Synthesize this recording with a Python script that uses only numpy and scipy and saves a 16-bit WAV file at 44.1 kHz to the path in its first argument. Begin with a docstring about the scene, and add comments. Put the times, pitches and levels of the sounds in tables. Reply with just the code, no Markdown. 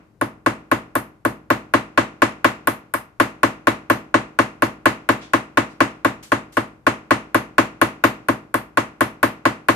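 """Hammering a chain rivet

A small hammer peens a chain rivet on a steel block, about four taps a second, close to the microphone.
The block drives the wooden bench: a set of fading sine waves gives the same basic knock at every tap.
Short noise bursts make the bright clink, the sizzle of the links and the chain's small shifts.
Fading noise and slower sines make the small workshop's answer, over a faint steady rumble."""
import sys
import numpy as np
from scipy import signal
from scipy.fft import rfft, irfft, next_fast_len
from scipy.io import wavfile

SR = 44100
rng = np.random.default_rng(int(sys.argv[2]) if len(sys.argv) > 2 else 0)


def master(y):
    """Save y as 16-bit WAV."""
    cut = np.clip(np.atleast_2d(y).T, -1, 1)
    pcm = np.round(cut * 32767)  # scale
    wavfile.write(sys.argv[1], SR, pcm.astype(np.int16))


N = 429975
AGE = np.arange(SR // 2) / SR  # seconds since a sound began
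SHORT = SR // 4  # length of a short sound, in samples


def amp(db):
    """Turn decibels into gain."""
    return 10 ** (np.asarray(db) / 20)


def unit(x):
    """Scale to an rms level of 1."""
    return x / np.sqrt(np.mean(x ** 2) + 1e-20)


def along(points, hz):
    """Read a curve of (pitch_hz, value) points on a logarithmic pitch axis."""
    point_hz, value = np.transpose(points)
    return np.interp(np.log(hz + 1), np.log(point_hz + 1), value)


def filtered(x, response):
    """Multiply the spectrum of x by a response that depends on frequency."""
    size = x.shape[-1]
    padded = next_fast_len(size + 1024, True)
    spectrum = rfft(x, padded) * response(np.fft.rfftfreq(padded, 1 / SR))
    return irfft(spectrum, padded)[..., :size]


def add(track, start_s, sound):
    """Mix a sound into the track, cutting off what lies outside it."""
    start = round(start_s * SR)
    part = sound[:, max(-start, 0):N - start]
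    track[:, max(start, 0):][:, :part.shape[1]] += part


def noise(size):
    """Two independent channels of white noise."""
    return rng.standard_normal((2, size))


def dense(size=1024, count=3):
    """Two washes like crowded resonances: noise made even over time and frequency."""
    x = noise(len(AGE))
    for _ in range(count):
        z = signal.stft(x, nperseg=size)[2]
        only_phase = np.exp(1j * np.angle(z))
        x = signal.istft(only_phase, nperseg=size)[1][:, :len(AGE)]
    return x


def stereo(pair, spectrum, apart, left_db):
    """Colour two noises and share them left and right: bass alike, treble partly unrelated."""
    def mid_and_side(hz):
        turn = apart * hz ** 2 / (hz ** 2 + 420 ** 2)
        return amp(along(spectrum, hz)) * [np.cos(turn), np.sin(turn)]

    mid, side = filtered(pair, mid_and_side)
    balance = amp([[left_db / 2], [-left_db / 2]])
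    return unit(np.array([mid + side, mid - side]) * balance)


def dying(x, t60s):
    """Let each frequency fade at its own speed."""
    hz, t, z = signal.stft(x, SR, nperseg=256)
    fading = z * amp(-60 * t / along(t60s, hz)[:, None])
    return signal.istft(fading, SR, nperseg=256)[1][:, :len(AGE)]


def swell(rise, t60, size=None):
    """A build-up, then an exponential decay that loses 60 dB in t60 seconds."""
    t = AGE[:size]
    return (1 - np.exp(-t / max(rise, 1e-5))) * np.exp(-np.log(1000) * t / t60)


# Colour of the faint rumble: pitch_hz, relative level_db (per Hz)
RUMBLE_COLOUR = [(20, -31.5), (50, -1.5), (105, 0.5), (200, -6), (350, -9.5), (700, -20.5), (1500, -27),
                 (3000, -36), (8000, -40.5), (15000, -44)]


def rumble():
    """The workshop's steady background: noise strongest in the bass and on the left."""
    return amp(-57.0) * stereo(noise(N), RUMBLE_COLOUR, apart=0.59, left_db=6)


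# The chain sliding and ticking on the block: start_s, level_db, rise_s, t60_s (60 dB fade), centre_hz
CHAIN_SHIFTS = [(5.208, -35, 0.017, 0.29, 3550), (5.69, -47, .02, 0.25, 5000),
                (6.226, -38.5, 0.0044, 0.28, 7600), (6.521, -45.5, 0.0049, 0.39, 8900)]


def chain():
    """Links slide a little on the block: each slide is a fading burst of coloured noise."""
    track = np.zeros((2, N))
    for start_s, level_db, rise, t60, hz in CHAIN_SHIFTS:
        band = [(hz / 16, -10), (hz / 5, 2), (hz, 0), (hz * 2, -10), (hz * 4, -34)]
        slide = stereo(noise(len(AGE)), band, apart=0.86, left_db=1.5)
        add(track, start_s, amp(level_db) * swell(rise, t60) * slide)
    return track


# Crowded upper resonances of bench and tools: pitch_hz, relative level_db (per Hz)
CLATTER_COLOUR = [(100, -26.5), (300, -4.5), (420, 0), (550, -5.5), (720, -3.5), (900, -1.5), (1150, -4.5),
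                  (1500, 1.5), (2000, -1), (2500, -5), (3300, -9.3), (4500, -16), (7000, -35.5),
                  (15000, -57)]
# The walls' answer: pitch_hz, relative level_db (per Hz)
WALL_COLOUR = [(30, -30.5), (70, -10), (120, -4.5), (180, -8.5), (290, 0), (430, -3), (620, 0), (790, -2.5),
               (1080, 2), (1600, -5), (2000, -7), (2600, -11.5), (3500, -25.5), (8000, -45.5)]
# How fast the walls' answer fades, before a slow extra decay: pitch_hz, t60_s
WALL_FADE = [(100, 0.46), (300, 0.27), (1000, 0.26), (3000, 0.35), (8000, 0.1)]
# The late room sound: pitch_hz, relative level_db (per Hz)
LATE_COLOUR = [(40, -17), (100, 1.5), (300, 5), (600, -0.5), (1200, -2), (1700, -8.5), (2500, -13.5),
               (3500, -22.5), (7000, -29), (13000, -52.5)]
# Slower resonances of the workshop and things on the bench: pitch_hz, relative level_db, t60_s
LINGERING_MODES = [(55, -44, .8), (115, -14.5, .2), (140.1, -34, 0.36), (162.4, -37, 0.59),
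                   (213.3, -25.5, 0.4), (252.1, -15.5, 0.23), (280.05, -16.5, 0.27), (314, -33.5, 0.67),
                   (599, -26.5, .3), (658, -30.5, .29), (772, -27.5, .2), (838, -22.5, 0.11),
                   (920, -16.5, .15), (1050, -35, .42), (1061, -6.5, 0.08), (1411, -34.5, .38),
                   (1516, -27, .22), (1994, -24, 0.19), (2730, -33.5, 0.26)]


def surroundings():
    """Clatter and room sound, made once for all taps because the block stays in its place."""
    clatter = stereo(dense(size=256), CLATTER_COLOUR, apart=0.84, left_db=4.0)
    clatter = amp(-15) * swell(0.0008, 0.097) * clatter
    walls = dying(stereo(dense(size=2048), WALL_COLOUR, apart=0.88, left_db=2), WALL_FADE)
    walls = amp(-14.0) * swell(0.0065, 8.6) * walls
    late = stereo(dense(size=2048), LATE_COLOUR, apart=0.89, left_db=-0.5)
    late = amp(-27.5) * swell(0.02, 0.59) * late
    linger = np.zeros(len(AGE))
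    for k, (hz, level_db, t60) in enumerate(LINGERING_MODES):
        wave = np.sin(2 * np.pi * hz * AGE)
        linger += (-1) ** k * amp(level_db) * swell(0.015, t60) * wave
    return clatter + walls + late + linger


def late_swell(thump, delay, db, edge_hz):
    """A faint, dull second swell of the bass: a delayed copy of the thump without its treble."""
    def response(hz):
        return np.exp(-2j * np.pi * hz * delay) / (1 + (hz / edge_hz) ** 4)

    return amp(db) * filtered(thump, response)


# Resonances of the bench under the block:
# pitch_hz, relative level_db, t60_s, arrival_s, lead_rad (how far the left wave is ahead of the right)
BENCH_MODES = [(131.7, -8.3, 0.059, 0.002, 0.65), (255.9, -13, 0.17, 0.0068, 0.32),
               (280.83, -11.5, 0.19, 0.0093, 0.14), (321, -5, 0.092, 0.0083, -0.5),
               (406, -3.7, 0.025, 0.0025, 0.3), (456, -22, 0.13, 0.0012, 1.46),
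               (552.5, -5, 0.049, 0.0042, 2), (603, -6, 0.048, 0.0024, 1.0), (682.8, -12, 0.075, 0, 2.05),
               (932, -8.5, 0.051, 0.0025, 1.5), (976, -15, 0.12, 0.0002, -2.5),
               (1065, -10, 0.13, 0.00019, 1.56), (1104, -2.3, 0.045, 0.001, 1.07),
               (1239, -16.5, 0.094, 0.0038, 1.2), (1417, -12, 0.037, 0.00025, 0.5),
               (1478, -3, 0.031, 0, 0.5), (1509, -10.5, 0.06, 0.0015, 1), (1609, -14, 0.081, 0.00043, 0),
               (1682, -10, 0.059, 0, -1), (1744.5, -20, 0.13, 0.0028, 1.0),
               (1860, -20.5, 0.08, 0.0021, 2.5), (1920, -10.5, 0.035, 0, -1.9),
               (2256, -15, 0.052, 0.0039, 1.2), (2412, -18.5, 0.05, 0.00025, 1.6),
               (2628, -14, 0.018, 0.0025, 0.8)]


def bench_modes():
    """Each bench resonance is a fading sine; low ones build up slower, neighbours start in opposite directions."""
    ears = np.array([[1 / 2], [-1 / 2]])  # left, right
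    modes = []
    for k, (hz, level_db, t60, arrival, lead) in enumerate(BENCH_MODES):
        t = np.maximum(AGE - arrival, 0)
        envelope = (1 - np.exp(-t * hz / 1.57)) * np.exp(-np.log(1000) * t / t60)
        wave = np.sin(2 * np.pi * hz * t + lead * ears)
        modes.append((-1) ** k * amp(level_db + 1.5 * ears) * envelope * wave)
    return amp(0.1) * np.array(modes)


# A harder tap makes a shorter contact and so a brighter knock:
# pitch_hz, extra_db (per dB of strength)
HARDNESS_COLOUR = [(120, -0.33), (300, -0.05), (1050, 0), (1600, .2), (2600, 0.73)]
KNOCK_DB, RATTLE_DB = -.45, -20.3  # gain of the whole knock, and of the rattle within it
THUMP_EDGE_HZ = 600  # a glancing tap moves the bench less below this
MODE_SCATTER_DB = .9  # no two taps land on quite the same spot


def knock(modes, room, force_db, square_db):
    """Bench and room answer: brighter for a harder tap, fuller for a squarer one, with a new rattle each time."""
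    mode_gains = amp(rng.normal(0, MODE_SCATTER_DB, len(modes)))
    sound = np.einsum("m,mct->ct", mode_gains, modes) + room
    rattle = stereo(noise(SHORT), CLATTER_COLOUR, apart=0.64, left_db=-1)
    sound[:, :SHORT] += amp(RATTLE_DB) * swell(0.0022, 0.19, size=SHORT) * rattle

    def response(hz):
        hardness_db = force_db * along(HARDNESS_COLOUR, hz)
        fullness_db = square_db / (1 + (hz / THUMP_EDGE_HZ) ** 4)
        return amp(hardness_db + fullness_db)

    return amp(KNOCK_DB) * filtered(sound, response)


def steel(spectrum, crack_db, crack_t60, tail_db, tail_t60, ripple_db):
    """A noise click with a tail; its uneven colour is drawn anew at random each time."""
    hz = np.linspace(100, 16000, num=140)
    ripple = ripple_db * rng.standard_normal(len(hz))
    colour = np.column_stack([hz, along(spectrum, hz) + ripple])
    left_right_db = np.array([[1.5], [-1.5]])  # the direct click favours the left
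    crack = amp(crack_db + left_right_db) * swell(0.00034, crack_t60, size=SHORT)
    tail = amp(tail_db) * swell(0.0018, tail_t60, size=SHORT)
    return np.hypot(crack, tail) * stereo(noise(SHORT), colour, apart=0.79, left_db=0.5)


# Colour of hammer steel on rivet steel: pitch_hz, relative level_db (per Hz)
CLINK_COLOUR = [(1500, -46), (3000, 1), (4200, -1.5), (5400, -5), (6700, -3.5), (8000, -6.5),
                (10000, -10.5), (15000, -34)]
CLINK_DB, CLINK_GROWS = -28, 0.57  # gain on a firm tap; extra dB per dB of strength


def clink(force_db):
    """The hammer's face on the rivet: a bright noise click that grows faster than the knock."""
    gain = amp(CLINK_DB + CLINK_GROWS * force_db)
    return gain * steel(CLINK_COLOUR, crack_db=1, crack_t60=0.065, tail_db=0.5, tail_t60=.23, ripple_db=2)


# Colour of the chattering links, before the moving peak: pitch_hz, relative level_db (per Hz)
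SIZZLE_COLOUR = [(4000, -35), (7000, -11.5), (8600, -1), (10000, -1.5), (11000, 2.5), (12500, -1),
                 (13500, 0.5), (14500, -5.5)]
SIZZLE_DB = 0.5  # gain of the layer
# A broad peak that moves as the links turn
SIZZLE_HZ, SIZZLE_SCATTER_HZ, SIZZLE_WIDTH_HZ, SIZZLE_PEAK_DB = 10600, 500, 1600, 2
SIZZLE_USUAL_DB, SIZZLE_HZ_PER_DB = -29, 160.5  # louder chatter is also higher


def sizzle(db):
    """The links chatter against the block: hissing noise, higher when louder, its peak a little random."""
    scatter = SIZZLE_SCATTER_HZ * rng.standard_normal()
    centre = SIZZLE_HZ + SIZZLE_HZ_PER_DB * (db - SIZZLE_USUAL_DB) + scatter
    bright = []
    for hz, level_db in SIZZLE_COLOUR:
        peak = np.exp(-((hz - centre) / SIZZLE_WIDTH_HZ) ** 2)
        bright.append((hz, level_db + SIZZLE_PEAK_DB * peak))
    chatter = steel(bright, crack_db=8.5, crack_t60=0.013, tail_db=-7.5, tail_t60=.2, ripple_db=4.5)
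    return amp(SIZZLE_DB + db) * chatter


# The hammer taps, all levels relative:
# start_s (nominal time), strength_db, sizzle_db (chattering links), thump_db (bench)
HAMMER_TAPS = [(0.211, -8, -31.5, -19), (0.46, -4, -33, -15.5), (0.713, -4, -30.5, -16),
               (0.952, -7, -21.5, -20), (1.249, -7, -27.5, -17), (1.501, -3.5, -29.5, -15),
               (1.736, -2, -31, -14.5), (1.974, -1.5, -34, -14), (2.218, -1, -31, -14),
               (2.443, -1, -26.5, -15), (2.671, -4.5, -20.5, -19), (2.937, -7.5, -23.5, -27),
               (3.198, -2, -26.5, -15), (3.43, -2, -29, -14.5), (3.669, -2, -27, -14.5),
               (3.898, -3, -25.5, -14), (4.14, -2, -35, -14), (4.387, -2, -30.5, -14.5),
               (4.62, -3.5, -29, -15), (4.855, -1, -27.5, -14), (5.088, -2, -24.5, -14),
               (5.333, -2.5, -31, -16), (5.571, -2, -34, -14.5), (5.803, -1.5, -32.5, -14.5),
               (6.046, -3.5, -32, -16), (6.317, -3.5, -36, -16), (6.568, -5, -33, -17.5),
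               (6.865, -2, -32.5, -15), (7.106, -1.5, -31, -14), (7.344, -3, -25.5, -15),
               (7.58, -1, -29, -13.5), (7.813, -1.5, -24.5, -14), (8.037, -1, -24.5, -13),
               (8.284, -5, -30, -15.5), (8.54, -6, -24, -20), (8.771, -3, -31.5, -17),
               (9.006, -3.5, -23.5, -16), (9.228, -2.5, -23, -15), (9.452, -2.5, -29, -15),
               (9.684, -1.5, -25.5, -14)]
FIRM_DB = -2.5  # strength of an ordinary firm tap
KNOCK_LAG_S, STEEL_LAG_S = 0.001298, 0.001102  # small fixed delay from the listed time to each sound
EARLIER_S, EARLIER_DB = -.16, -8.5  # the room still rings from an earlier tap


def hammering():
    """Strength sets level and colour of knock and clink; the sizzle depends on how the links lie."""
    track = np.zeros((2, N))
    modes = bench_modes()
    room = surroundings()
    room = room + late_swell(modes.sum(axis=0), delay=.116, db=-28, edge_hz=260)
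    usual_thump_db = np.median([thump_db - db for _, db, _, thump_db in HAMMER_TAPS])
    for start_s, db, sizzle_db, thump_db in HAMMER_TAPS:
        force_db = db - FIRM_DB
        square_db = thump_db - db - usual_thump_db  # above 0: a squarer tap, a fuller thump
        add(track, start_s + KNOCK_LAG_S, amp(db) * knock(modes, room, force_db, square_db))
        add(track, start_s + STEEL_LAG_S, amp(db) * clink(force_db) + sizzle(sizzle_db))
    add(track, EARLIER_S, amp(EARLIER_DB) * room)
    return track


def scene():
    """Hammering, a little stronger on the left, with the chain's shifts and the workshop's faint rumble."""
    left_right = amp([[.35], [0]])
    return rumble() + chain() + left_right * hammering()


TOP_HZ = 14650  # upper limit of the sound


def record(dry):
    """Round off the loudest peaks, fade the deepest bass and cut steeply above the top limit."""
    rounded = dry / (1 + abs(dry) ** 6) ** (1 / 6)

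    def response(hz):
        low_cut = hz ** 2 / (hz ** 2 + 22 ** 2)
        return low_cut / np.sqrt(1 + (hz / TOP_HZ) ** 200)

    return filtered(rounded, response)


dry = scene()
out = record(dry)
master(out)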